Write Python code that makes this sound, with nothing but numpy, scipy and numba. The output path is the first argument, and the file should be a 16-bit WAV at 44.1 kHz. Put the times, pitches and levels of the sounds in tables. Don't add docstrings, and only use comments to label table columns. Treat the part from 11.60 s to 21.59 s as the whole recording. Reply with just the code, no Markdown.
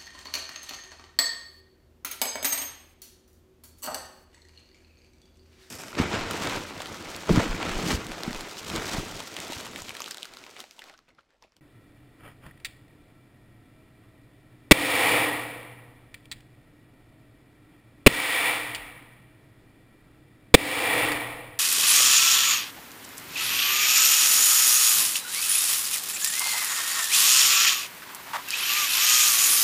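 import sys
import numpy as np
from scipy import signal
from scipy.io import wavfile
from scipy.ndimage import uniform_filter1d
from numba import njit

SR = 44100
rng = np.random.default_rng(int(sys.argv[2]) if len(sys.argv) > 2 else 0)


def dump_mix(stems):
    frames = np.atleast_2d(stems).T
    limited = np.clip(frames, -1, 1)
    pcm = np.round(limited * 32767).astype(np.int16)
    wavfile.write(sys.argv[1], SR, pcm)


def invert_db(x):
    u = np.asarray(x, float) / 20
    return 10 ** u


N = 440559


def evened(x):
    return x / np.sqrt(np.mean(x ** 2) + 1e-20)


def read(points, hz):
    f, value = np.transpose(points)
    return np.interp(np.log(hz + 1), np.log(f + 1), value)


def humps_db(table, hz):
    return sum(db / (1 + (2 * (hz - f) / width) ** 2) for f, width, db in table)


def add(mix, start_s, sound):
    part = mix[round(start_s * SR):][:len(sound)]
    part += sound[:len(part)]


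def noise(count, db_at, size=1024):
    hop = size // 4
    frames = count // hop + 5
    hz = np.fft.rfftfreq(size, 1 / SR)[:, None]
    real, imag = rng.standard_normal((frames, len(hz), 2)).T
    spectra = (real + 1j * imag) * invert_db(db_at(hz, np.arange(frames) * hop / SR))
    return signal.istft(spectra, nperseg=size, noverlap=size - hop)[1][:count]


def band(count, hz, width_hz):
    pole = np.exp(-np.pi * width_hz / SR)
    slow = signal.lfilter([1], [1, -pole], rng.standard_normal((count, 2)) @ [1, 1j])
    return evened((slow * np.exp(2j * np.pi * hz * np.arange(count) / SR)).real)


# (frequency [Hz], relative density [dB])
BLAST_SPECTRUM = [(18, -25.5), (30, 5), (486, 6), (619, -2), (790, -9), (1640, -16.5), (2230, -5.5),
                  (3790, -9), (4630, -23.5), (5900, -21), (7670, -47), (13000, -120)]


def shot(room_bass, blast_db, echo_db, bass_db):
    t = np.arange(2 * SR) / SR
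    burst = evened(noise(len(t), lambda hz, s: read(BLAST_SPECTRUM, hz))) * invert_db(-60 * t / 0.28)
    case_ring = 0.4 * band(len(t), 2350, 300) * invert_db(-60 * t / 0.032)
    rise = 1 - np.exp(-(t / 0.0018) ** 2)
    crack = 0.2 * band(len(t), 4300, 900) * invert_db(-60 * t / 0.012)
    u = np.maximum(t - 0.0003, 0) / 0.00035
    push = -0.45 * u ** 2 * (1 - 0.38 * u) * np.exp(2 - u)
    heave = -0.3 * np.sin(2 * np.pi * 45 * t) * invert_db(-60 * t / 0.12)
    blast = (burst + case_ring) * rise + crack + push + heave
    echo = (invert_db(bass_db) * room_bass + lanes(low=False)) * (1 - np.exp(-t / 0.0092))
    return invert_db(blast_db) * blast + invert_db(echo_db) * echo


# (frequency [Hz], relative density [dB])
ECHO_SPECTRUM = [(35, -61.5), (60, -34), (113, -11), (194, -20.5), (301, -4.5), (386, -15), (515, -4),
                 (589, -9), (833, -2), (1540, -9.5), (2300, -1.5), (3510, -10), (5900, -20), (7670, -59.5),
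                 (13000, -120)]
# (frequency [Hz], t60 [s])
LANE_T60 = [(60, 1.3), (150, 1.3), (300, 1.24), (700, 1.34), (1500, 1.264), (3000, 1.13), (5900, 0.96)]
# (frequency [Hz], width [Hz], boost [dB])
BOOTH_MODES = [(120, 25, 7.5), (300, 58, 4), (460, 86, 6), (672, 30, 13)]


def lanes(low):
    crossover_hz, slope = 900, 4 if low else -4

    def db_at(hz, s):
        share_db = -10 * np.log10(1 + ((hz + 1) / crossover_hz) ** slope)
        decay_db = -60 * (s - 0.45) / read(LANE_T60, hz)
        return read(ECHO_SPECTRUM, hz) + humps_db(BOOTH_MODES, hz) + decay_db + share_db

    return invert_db(-37.5) * noise(2 * SR, db_at)


# (frequency [Hz], relative level [dB], t60 [s])
LANE_MODES = [(120, -39, 4), (124.6, -9, .3), (292.6, -13, 1.0), (293.9, -15, 1.0), (303, -24, 1.6),
              (477, -21, 1.4), (484, -30, 1.8), (514.3, -22, 1.3), (521, -7, .7)]


def standing_waves():
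    t = np.arange(2 * SR) / SR
    return sum(invert_db(db - 60 * t / t60) * np.sin(2 * np.pi * hz * t) for hz, db, t60 in LANE_MODES)


# (nominal frequency [Hz], relative level [dB], t60 before the common fade [s])
STEEL_MODES = [(1367, -10.5, 0.077), (1790, -4.5, 0.1), (2160, -7, 0.065), (2430, -0.5, 0.062),
               (2640, -4.5, 0.064), (2970, -16, 0.088), (3380, -7.5, 0.076), (3736, -18, 0.11),
               (4610, -0.5, 0.069), (5660, -2.5, 0.033)]
# (frequency [Hz], relative density [dB])
SCRATCH_SPECTRUM = [(600, -15), (1400, -11.5), (2100, -1.5), (3600, -1.5), (5000, -4.5), (5900, -18)]


def click(db, bright_db_per_octave, t60_s, ring_hz):
    t = np.arange(round(0.2 * SR)) / SR

    def spot_db(hz):
        return bright_db_per_octave * np.log2(hz / 2500) + humps_db([(ring_hz, 600, 6)], hz)

    def tail_db(hz, s):
        return read(SCRATCH_SPECTRUM, hz) - 1.2 * np.log2((hz + 1) / 2500)

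    ring = np.zeros(len(t))
    for hz, level_db, decay_s in STEEL_MODES:
        detune, phase, strength = rng.random(3)
        mode_db = level_db + 3.8 * (strength - 2) + spot_db(hz)
        mode_hz = hz * (1 + 0.034 * (detune - 0.5))
        ring += invert_db(mode_db - 60 * t / decay_s) * np.sin(2 * np.pi * (mode_hz * t + phase))
    ping = 0.43 * np.sin(2 * np.pi * ring_hz * t) * invert_db(-60 * t / 0.038)
    scratch = evened(noise(len(t), lambda hz, s: read(SCRATCH_SPECTRUM, hz) + spot_db(hz + 1), size=256))
    tail = evened(noise(len(t), tail_db, size=256)) * invert_db(-34 - 60 * t / 0.4)
    rise = 1 - np.exp(-(t / 0.0006) ** 2)
    body = (0.42 * ring + ping + 0.35 * scratch) * invert_db(-60 * t / t60_s)
    return invert_db(db) * (body + tail) * rise


# (time [s], level [dB], favoured ring [Hz])
COCKINGS = [(1.0482, -18.5, 3850), (4.715, -22.5, 3920), (7.1482, -19, 2910), (9.519, -20, 2000)]
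# (delay [s], relative level [dB])
SETTLINGS = [(0, 0.5), (.0052, -5), (.0108, -6.5), (0.0184, -15.5)]
# (time [s], level [dB], brightness [dB/octave], favoured ring [Hz])
SMALL_TICKS = [(0.8355, -44, -14, 1210), (0.8649, -32.5, -8.5, 1120), (0.9112, -44, -8, 1900),
               (0.9757, -50.5, 0, 2000), (1.0006, -46, 0, 2724), (1.281, -50, -3, 1920),
               (4.5431, -27, -1.5, 2000), (4.656, -44.5, 2, 3150), (4.8065, -45.5, 3, 2390),
               (7.2647, -38.5, 0, 2384)]


def action_clicks():
    out = np.zeros(N)
    lead_s = 0.001
    for s, db, ring_hz in COCKINGS:
        for delay_s, less_db in SETTLINGS:
            add(out, s + delay_s - lead_s, click(db + less_db, 1.5, 0.033, ring_hz))
    for s, db, bright_db_per_octave, ring_hz in SMALL_TICKS:
        add(out, s - lead_s, click(db, bright_db_per_octave, 0.027, ring_hz))
    return out


# (frequency [Hz], relative density [dB])
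RUB_SPECTRUM = [(240, -48), (400, -5), (1460, -5), (1870, -10.5), (3180, -9), (4020, -35.5), (5100, -17),
                (5900, -44), (7670, -74), (13000, -120)]


def rustle():
    snags_per_s, snag_share = 350, 0.31
    snag_amp = invert_db(4 * np.minimum(rng.exponential(1, SR), 4))
    snags = (rng.random(SR) < snags_per_s / SR) * snag_amp
    bursts = evened(signal.oaconvolve(snags, np.exp(-np.arange(400) / (0.0016 * SR)))[:SR])
    flicker = evened(invert_db(2.6 * evened(uniform_filter1d(rng.standard_normal(SR), 70))))
    envelope = (1 - snag_share) * flicker + snag_share * bursts
    return evened(envelope * noise(SR, lambda hz, s: read(RUB_SPECTRUM, hz)))


def stroke(top_s, rise_s, fall_s, db, sound):
    swell_db = 17.5
    t = np.arange(-rise_s, fall_s, 1 / SR)
    sunk = np.where(t < 0, -t / rise_s, t / fall_s)
    envelope = invert_db(db - swell_db * sunk ** 1.12) * signal.windows.tukey(len(t), 0.15)
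    return top_s - rise_s, envelope * sound[:len(t)]


# (top [s], rise [s], fall [s], rub level [dB], low push level [dB])
HAND_RUBS = [(.668, 0.09, 0.077, -50, -47), (.868, .06, 0.061, -52, -48.5), (1.51, .04, 0.045, -69, -72),
             (2.44, .04, .04, -65, -70), (6.13, 0.048, .06, -64, -70)]
# (top [s], rise [s], fall [s], level [dB])
CAMERA_NUDGES = [(1.09, .15, .12, -56), (4.77, .12, 0.098, -53.5), (7.05, 0.098, .05, -58),
                 (7.19, 0.09, 0.304, -55.5), (9.47, .1, 0.49, -48)]


def handling():
    out = np.zeros(N)
    for top_s, rise_s, fall_s, db, push_db in HAND_RUBS:
        add(out, *stroke(top_s, rise_s, fall_s, db, rustle()))
        add(out, *stroke(top_s, rise_s, fall_s, push_db, band(SR, 130, 38)))
    for nudge in CAMERA_NUDGES:
        add(out, *stroke(*nudge, band(SR, 36, 22)))
    return out


# (frequency [Hz], relative density [dB])
VENT_SPECTRUM = [(12, -42.5), (20, -8.5), (58, -8), (85, -24), (114, 1.5), (151, -17), (309, -5.5),
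                 (348, -13.5), (587, -19.5), (630, -21), (1260, -27.5), (2390, -27.5), (5900, -37.5),
                 (7670, -78.5), (13000, -120)]
# (frequency [Hz], width [Hz], rms level [dB])
FAN_TONES = [(119.8, 37, -59.5), (298.5, 21, -65), (638, 2.9, -76.5), (720, 4.16, -78.5), (1340, 8.3, -82),
             (2363, 12, -85.5)]


def ventilation():
    t = np.arange(N) / SR
    waver_hz = np.geomspace(0.2, 6, 20)
    waver = evened(sum(np.sin(2 * np.pi * (f * t + rng.random())) / np.sqrt(f) for f in waver_hz))
    air = evened(noise(N, lambda hz, s: read(VENT_SPECTRUM, hz), size=4096))
    tones = sum(invert_db(db) * band(N, hz, width_hz) for hz, width_hz, db in FAN_TONES)
    return invert_db(-58.5 + 0.38 * waver) * air + tones


# (time [s], blast gain [dB], echo gain [dB], extra gain of the echo bass [dB])
SHOT_LIST = [(3.1102, -1, 1, 2.5), (6.4628, -2, -3, -5), (8.9408, 2.5, 1, 2)]


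def scene():
    mix = ventilation() + handling() + action_clicks()
    room_bass = lanes(low=True) + standing_waves()
    for s, *gains_db in SHOT_LIST:
        add(mix, s, shot(room_bass, *gains_db))
    return np.array([mix, mix])


LOW_RATE_HZ = 12000
# (frequency [Hz], width [Hz], boost [dB])
CASE_MODES = [(1295.4, 250, 3), (1903, 210, 10), (2334, 96, 7.5), (2727, 51, 2.5), (3461, 260, 4.5),
              (4490, 250, 0.5)]


def case_resonances(low):
    hz = np.fft.rfftfreq(1024, 1 / LOW_RATE_HZ)
    edge_db = -8 * np.clip((hz - 5700) / 300, 0, 1) ** 2
    doubled_db = 2 * (humps_db(CASE_MODES, hz) + edge_db)
    taps = signal.minimum_phase(signal.firwin2(1023, hz, invert_db(doubled_db), fs=LOW_RATE_HZ))
    return signal.oaconvolve(low, taps)[:len(low)]


@njit
def late_gain_control(x, lag, limit, fade, depth_db, attack, recover_db, keep):
    out, peak, cut_db = np.zeros(len(x)), 0., 0.
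    for n in range(lag, len(x)):
        peak = max(abs(out[n - lag]), peak * fade)
        cut_db += attack * (depth_db - cut_db) * min(max(peak / limit - 1, 0.), 1.)
        cut_db = max(keep * cut_db - recover_db, 0.)
        out[n] = x[n] * 10 ** (-cut_db / 20)
    return out


def camera_gain(low):
    lag_s, peak_fade_s, attack_s, recover_s = 0.0087, 0.0018, 0.005, 0.62
    limit, depth_db, recover_db_per_s = 0.69, 41.3, 50
    return late_gain_control(low, round(lag_s * LOW_RATE_HZ), limit, np.exp(-1 / (peak_fade_s * LOW_RATE_HZ)),
                             depth_db, 1 / (attack_s * LOW_RATE_HZ), recover_db_per_s / LOW_RATE_HZ,
                             np.exp(-1 / (recover_s * LOW_RATE_HZ)))


def held_samples(low):
    held = np.repeat(np.clip(low, -0.95, 0.95), 4)
    return signal.resample_poly(held, 147, 160)[:N]


def channel_difference(mono):
    hiss = invert_db(-89.5) * signal.lfilter([1], [1, -0.97], rng.standard_normal(N))
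    bass = signal.lfilter(*signal.butter(N=1, Wn=60, fs=SR), mono)
    return hiss - invert_db(-26.5) * bass


def band_limit(x):
    return signal.sosfilt(signal.butter(12, 15620, fs=SR, output="sos"), x)


def record(dry):
    low = signal.resample_poly(dry[0], 40, 147)
    low = camera_gain(case_resonances(low))
    mono = held_samples(low)
    side = channel_difference(mono)
    return band_limit(np.array([mono + side, mono - side]))


dry = scene()
out = record(dry)
dump_mix(out)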